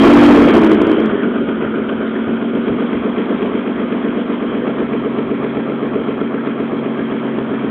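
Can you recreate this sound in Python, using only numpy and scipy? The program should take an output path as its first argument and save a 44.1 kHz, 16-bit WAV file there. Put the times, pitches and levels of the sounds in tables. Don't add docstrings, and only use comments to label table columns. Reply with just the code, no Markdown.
import sys
import numpy as np
from scipy import signal
from scipy.fft import rfft, irfft, next_fast_len
from scipy.io import wavfile
from scipy.ndimage import uniform_filter1d, map_coordinates

SR = 44100
rng = np.random.default_rng(int(sys.argv[2]) if len(sys.argv) > 2 else 0)


def magnitude_from_level(level_db):
    exponent = np.asarray(level_db, float) / 20
    return 10 ** exponent


def to_wav(sig):
    pcm = np.clip(np.atleast_2d(sig), -1, 1) * 32767
    pcm = np.round(pcm).astype(np.int16)
    wavfile.write(sys.argv[1], SR, pcm.T)


N = 339570

# (time [s], four-stroke cycles per second [1/s])
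ENGINE_SPEED = [(0.0, 15.055), (0.18, 16.459), (0.5, 15.808), (0.58, 12.265), (0.75, 11.787), (0.95, 9.496),
                (1.15, 8.365), (1.55, 7.293), (1.8, 7.472), (2.1, 7.493), (2.7, 7.915), (3.45, 8.114),
                (4.3, 7.96), (5.5, 7.792), (6.1, 7.761), (7.7, 7.598)]
# (time [s], level [dB])
BOOM_LEVEL = [(0, -4), (.3, -4.5), (.5, -7), (.6, -10), (.8, -14), (1, -15.5), (1.25, -17.5), (1.56, -18.5),
              (2.3, -19.5), (2.8, -18.5), (4.2, -19.5), (5.6, -21), (7.7, -20.5)]
# (boom angle [deg], level [dB], bark angle [deg], level [dB], rasp angle [deg], level [dB])
CYLINDERS = [(65.2, -1.2, 65.7, 0.0, 66.1, 0.0), (183.8, -1.3, 194.8, -1.0, 178.1, -7.1),
             (329.1, -7.0, 311.8, -7.3, 340.1, -14.5), (422.5, -3.7, 473.5, -4.8, 433.2, -7.1),
             (549.6, -4.8, 540.0, -8.2, 557.4, -1.2), (663.6, 0.0, 662.8, -0.6, 674.0, -0.4)]
# (frequency [Hz], width [Hz], level [dB])
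BOOM_MODES = [(222.03, 17.8, 12), (223.24, 30.93, 10), (271.6, 65, -4.5)]
# (frequency [Hz], width [Hz], level [dB])
BARK_MODES = [(345.4, 60, -4.5), (396.5, 11, 7), (438.5, 25, -2.1), (476, 53, -6)]
# (frequency [Hz], width [Hz], level [dB])
RASP_MODES = [(526.4, 150.0, -7.9), (681.5, 22.5, -2.8)]
# (frequency [Hz], width [Hz], level [dB])
PLENUM_MODES = [(318, 26, 0.5), (431, 85, -9)]
# (frequency [Hz], width [Hz], level [dB])
BLOCK_NEAR_MODES = [(1225, 42, 1.5), (1400, 196, 4), (1522, 160, 2), (2260, 240, -14.5), (3173, 220, -14.5)]
# (frequency [Hz], width [Hz], level [dB])
BLOCK_SIDE_MODES = [(895, 244, -0.5), (1095, 47, 5), (1320, 114, 4), (2410, 482, -7), (3255, 130, -10.5)]
# (frequency [Hz], width [Hz], level [dB])
TAPPET_MODES = [(645, 69, -0.5), (1125, 70, -2.5), (1204, 120, -4)]
# (frequency [Hz], density [dB per Hz])
FAN_SPECTRUM = [(12, -44.5), (25, -31), (60, -8.5), (110, -7), (200, 1.5), (450, 4.5), (750, -8.5),
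                (1250, -10.5), (1700, -12), (2760, -27), (3230, -15.5), (3700, -33), (4300, -50.5)]
# (angle [deg], level [dB])
GEAR_SWELL = [(0, -0.5), (110, 4), (160, 2.5), (300, 3), (480, -0.5), (520, -0.5), (620, 3), (720, 3)]
# (time [s], share of the side face [0-1])
FACING = [(0, 0.97), (1.1, .3), (1.4, 0.11), (2.6, 0.38), (3.1, 0.73), (4.4, 0.6), (4.8, 0.9), (6.4, 1),
          (7, 0.78), (7.7, 0.7)]


def unit(x):
    return x / np.sqrt(np.mean(x ** 2) + 1e-20)


def curves(rows):
    s, *cols = np.transpose(rows)
    return [np.interp(np.arange(N) / SR, s, c) for c in cols]


def wobble(rate):
    knots = rng.standard_normal(int(N * rate / SR) + 4)
    return map_coordinates(knots, [np.arange(N) * rate / SR])


def filtered(x, response):
    m = next_fast_len(N + SR)
    return irfft(rfft(x, m) * response(np.fft.rfftfreq(m, 1 / SR)), m)[..., :N]


def ring(x, modes):
    def response(f):
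        total = 0
        for k, (c, w, db) in enumerate(modes):
            total = total + (-1) ** k * magnitude_from_level(db) * 1j * f * w / (c * c - f * f + 1j * f * w)
        return total
    return filtered(x, response)


def steady(x):
    power = uniform_filter1d(x ** 2, SR // 4, mode="reflect")
    return x / np.sqrt(np.abs(power) + 1e-12)


def blows(turns, angle_deg, db, scatter_deg, scatter_db):
    chance = rng.standard_normal((int(turns[-1]) + 1, len(db), 2))
    at = np.arange(len(chance))[:, None] + (angle_deg + scatter_deg * chance[..., 0]) / 720
    place = np.interp(at, turns, np.arange(N)).astype(int)
    size = magnitude_from_level(db + scatter_db * chance[..., 1]) * (at < turns[-1]) * (at > turns[0])
    return np.bincount(place.ravel(), size.ravel(), N)


def side_share():
    return np.clip(curves(FACING)[0], 0, 1)


def throttle(speed):
    wide = np.clip((speed - 12.5) / 3.5, 0, 1)
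    idle = np.clip((9.9 - speed) / 1.9, 0, 1)
    return np.array([wide, 1 - wide - idle, idle])


def fan_rush():
    z = signal.stft(rng.standard_normal(N), nperseg=512)[2]
    patches = uniform_filter1d(rng.standard_normal(z.shape), 5, 0)
    patches = uniform_filter1d(patches, 12, 1)
    air = signal.istft(z * magnitude_from_level(3.0 * unit(patches)), nperseg=512)[1][:N]
    hz, gain_db = np.transpose(FAN_SPECTRUM)
    return unit(filtered(air, lambda f: magnitude_from_level(np.interp(np.log(f + 1), np.log(hz), gain_db))))


def valve_rattle(turns, side):
    angles, tick_db = np.arange(24) * 30. + 7, 2.5 * rng.standard_normal(24)
    ticks = blows(turns, angles, tick_db, scatter_deg=3, scatter_db=2)
    rattle = filtered(ticks, lambda f: 1 / (1 + 1j * f / 22)) * rng.standard_normal(N)
    near_face = np.sqrt(1 - side) * steady(ring(rattle, BLOCK_NEAR_MODES))
    return near_face + np.sqrt(side) * steady(ring(rattle, BLOCK_SIDE_MODES))


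def loose_tappets(turns, side):
    angles, tap_db = np.array([482, 548, 610, 641]), np.array([1.0, 2.5, -1.5, -9.5])
    taps = blows(turns, angles, tap_db, scatter_deg=0.87, scatter_db=0.0)
    taps = filtered(taps, lambda f: 1 / (1 + (f / 1700) ** 4))
    return side * steady(ring(taps, TAPPET_MODES))


def clatter(turns, db):
    swell_db = np.interp(turns % 1 * 720, *np.transpose(GEAR_SWELL))
    side = side_share()
    rush = magnitude_from_level(1.2 - swell_db / 2) * fan_rush() + magnitude_from_level(-5) * valve_rattle(turns, side)
    return magnitude_from_level(db + 0.17 * wobble(4.5)) * (magnitude_from_level(swell_db) * rush + magnitude_from_level(-5.5) * loose_tappets(turns, side))


def shaft_order(turns, count):
    return np.sqrt(2) * np.sin(2 * np.pi * count * turns + .25 * wobble(3))


def intake_roar(turns):
    crank = 2 * np.pi * turns
    warble = .8 * np.sin(3 * crank) + .55 * wobble(25)
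    return 1.3 * np.sin(18 * crank + warble) - .2 * np.sin(15 * crank)


def plenum_pops(turns):
    angle, db = np.transpose(CYLINDERS)[2:4]
    return steady(ring(blows(turns, angle, db, scatter_deg=6, scatter_db=2.2), PLENUM_MODES))


def port_chirp(turns, speed):
    start_deg, length_deg, first_hz, last_hz = 530, 310, 315, 520
    closing = np.clip((turns - start_deg / 720) % 1 * 720 / length_deg, 0, 1)
    sweep_s = length_deg / 720 / speed
    periods = sweep_s * closing * (first_hz + (last_hz - first_hz) * closing / 2)
    return np.sin(np.pi * closing) * np.sin(2 * np.pi * periods)


def pipe(turns, angle_deg, db, scatter_db, modes):
    pulses = blows(turns, angle_deg, db, scatter_deg=.3, scatter_db=scatter_db)
    soft = filtered(pulses, lambda f: 1 / (1 + 1j * f / 900) ** 2 / (1 + (f / 1500) ** 4))
    return steady(ring(soft, modes))


def firing(turns, speed, boom_db, drone_db, bark_db):
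    boom_deg, low_db, bark_deg, mid_db, rasp_deg, high_db = np.transpose(CYLINDERS)
    low = pipe(turns, boom_deg, low_db, .7, BOOM_MODES)
    mid = pipe(turns, bark_deg, mid_db, .8, BARK_MODES)
    high = pipe(turns, rasp_deg, high_db, 1.2, RASP_MODES)
    wide = np.clip((speed - 12.5) / 3.8, 0, 1)
    idle = np.clip((9.9 - speed) / 1.9, 0, 1)
    side = side_share()

    boom = np.sqrt(1 - .9 * wide) * np.sqrt(0.53 + 0.36 * idle) * low
    boom += magnitude_from_level(1) * wide * intake_roar(turns)
    boom += magnitude_from_level(drone_db - 2.5) * idle * shaft_order(turns, 18)
    boom += magnitude_from_level(-10.5) * idle * (1 - side) * shaft_order(turns, 30)
    boom += magnitude_from_level(drone_db / 2 - 13.0) * idle * shaft_order(turns, 36)

    bark = magnitude_from_level(-5.5) * np.sqrt(.25 + .75 * idle) * mid
    bark += magnitude_from_level(-6.5 + 1.5 * wobble(3)) * idle * shaft_order(turns, 49)
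    bark *= magnitude_from_level((1 + 1.5 * side) * idle * np.cos(2 * np.pi * (turns - 660 / 720)))
    bark += magnitude_from_level(5.5 + wobble(3)) * idle * (.3 + .75 * side) * port_chirp(turns, speed)
    bark += magnitude_from_level(-11.5) * high
    bark += magnitude_from_level(2.0) * np.sqrt(1 - idle) * (1 - 0.89 * wide) * plenum_pops(turns)
    return magnitude_from_level(boom_db) * boom + magnitude_from_level(boom_db + bark_db) * bark


def scene():
    speed = curves(ENGINE_SPEED)[0]
    turns = .174 + np.cumsum(speed) / SR
    boom_db, state = curves(BOOM_LEVEL)[0], throttle(speed)
    bark_db = np.array([-2.5, 1, -3]) @ state
    clatter_db = boom_db + np.array([-9.5, -7.5, -8.5]) @ state
    wing_s, pass_s = 4.5, 0.24
    past_wing = .5 + .5 * np.tanh((np.arange(N) / SR - wing_s) / pass_s)
    drone_db = -24 + 11 * past_wing
    bark_db = bark_db + 1.5 * past_wing
    background = clatter(turns, clatter_db)
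    return (background + firing(turns, speed, boom_db, drone_db, bark_db))[None]


def top_cut(x):
    return signal.sosfilt(signal.butter(12, 15800, fs=SR, output="sos"), x)


def record(dry):
    x = filtered(dry, lambda f: 1 / (1 + (f / 4167) ** 40))
    x = np.clip(x, -.705, .705)
    return top_cut(x)


dry = scene()
out = record(dry)
to_wav(out)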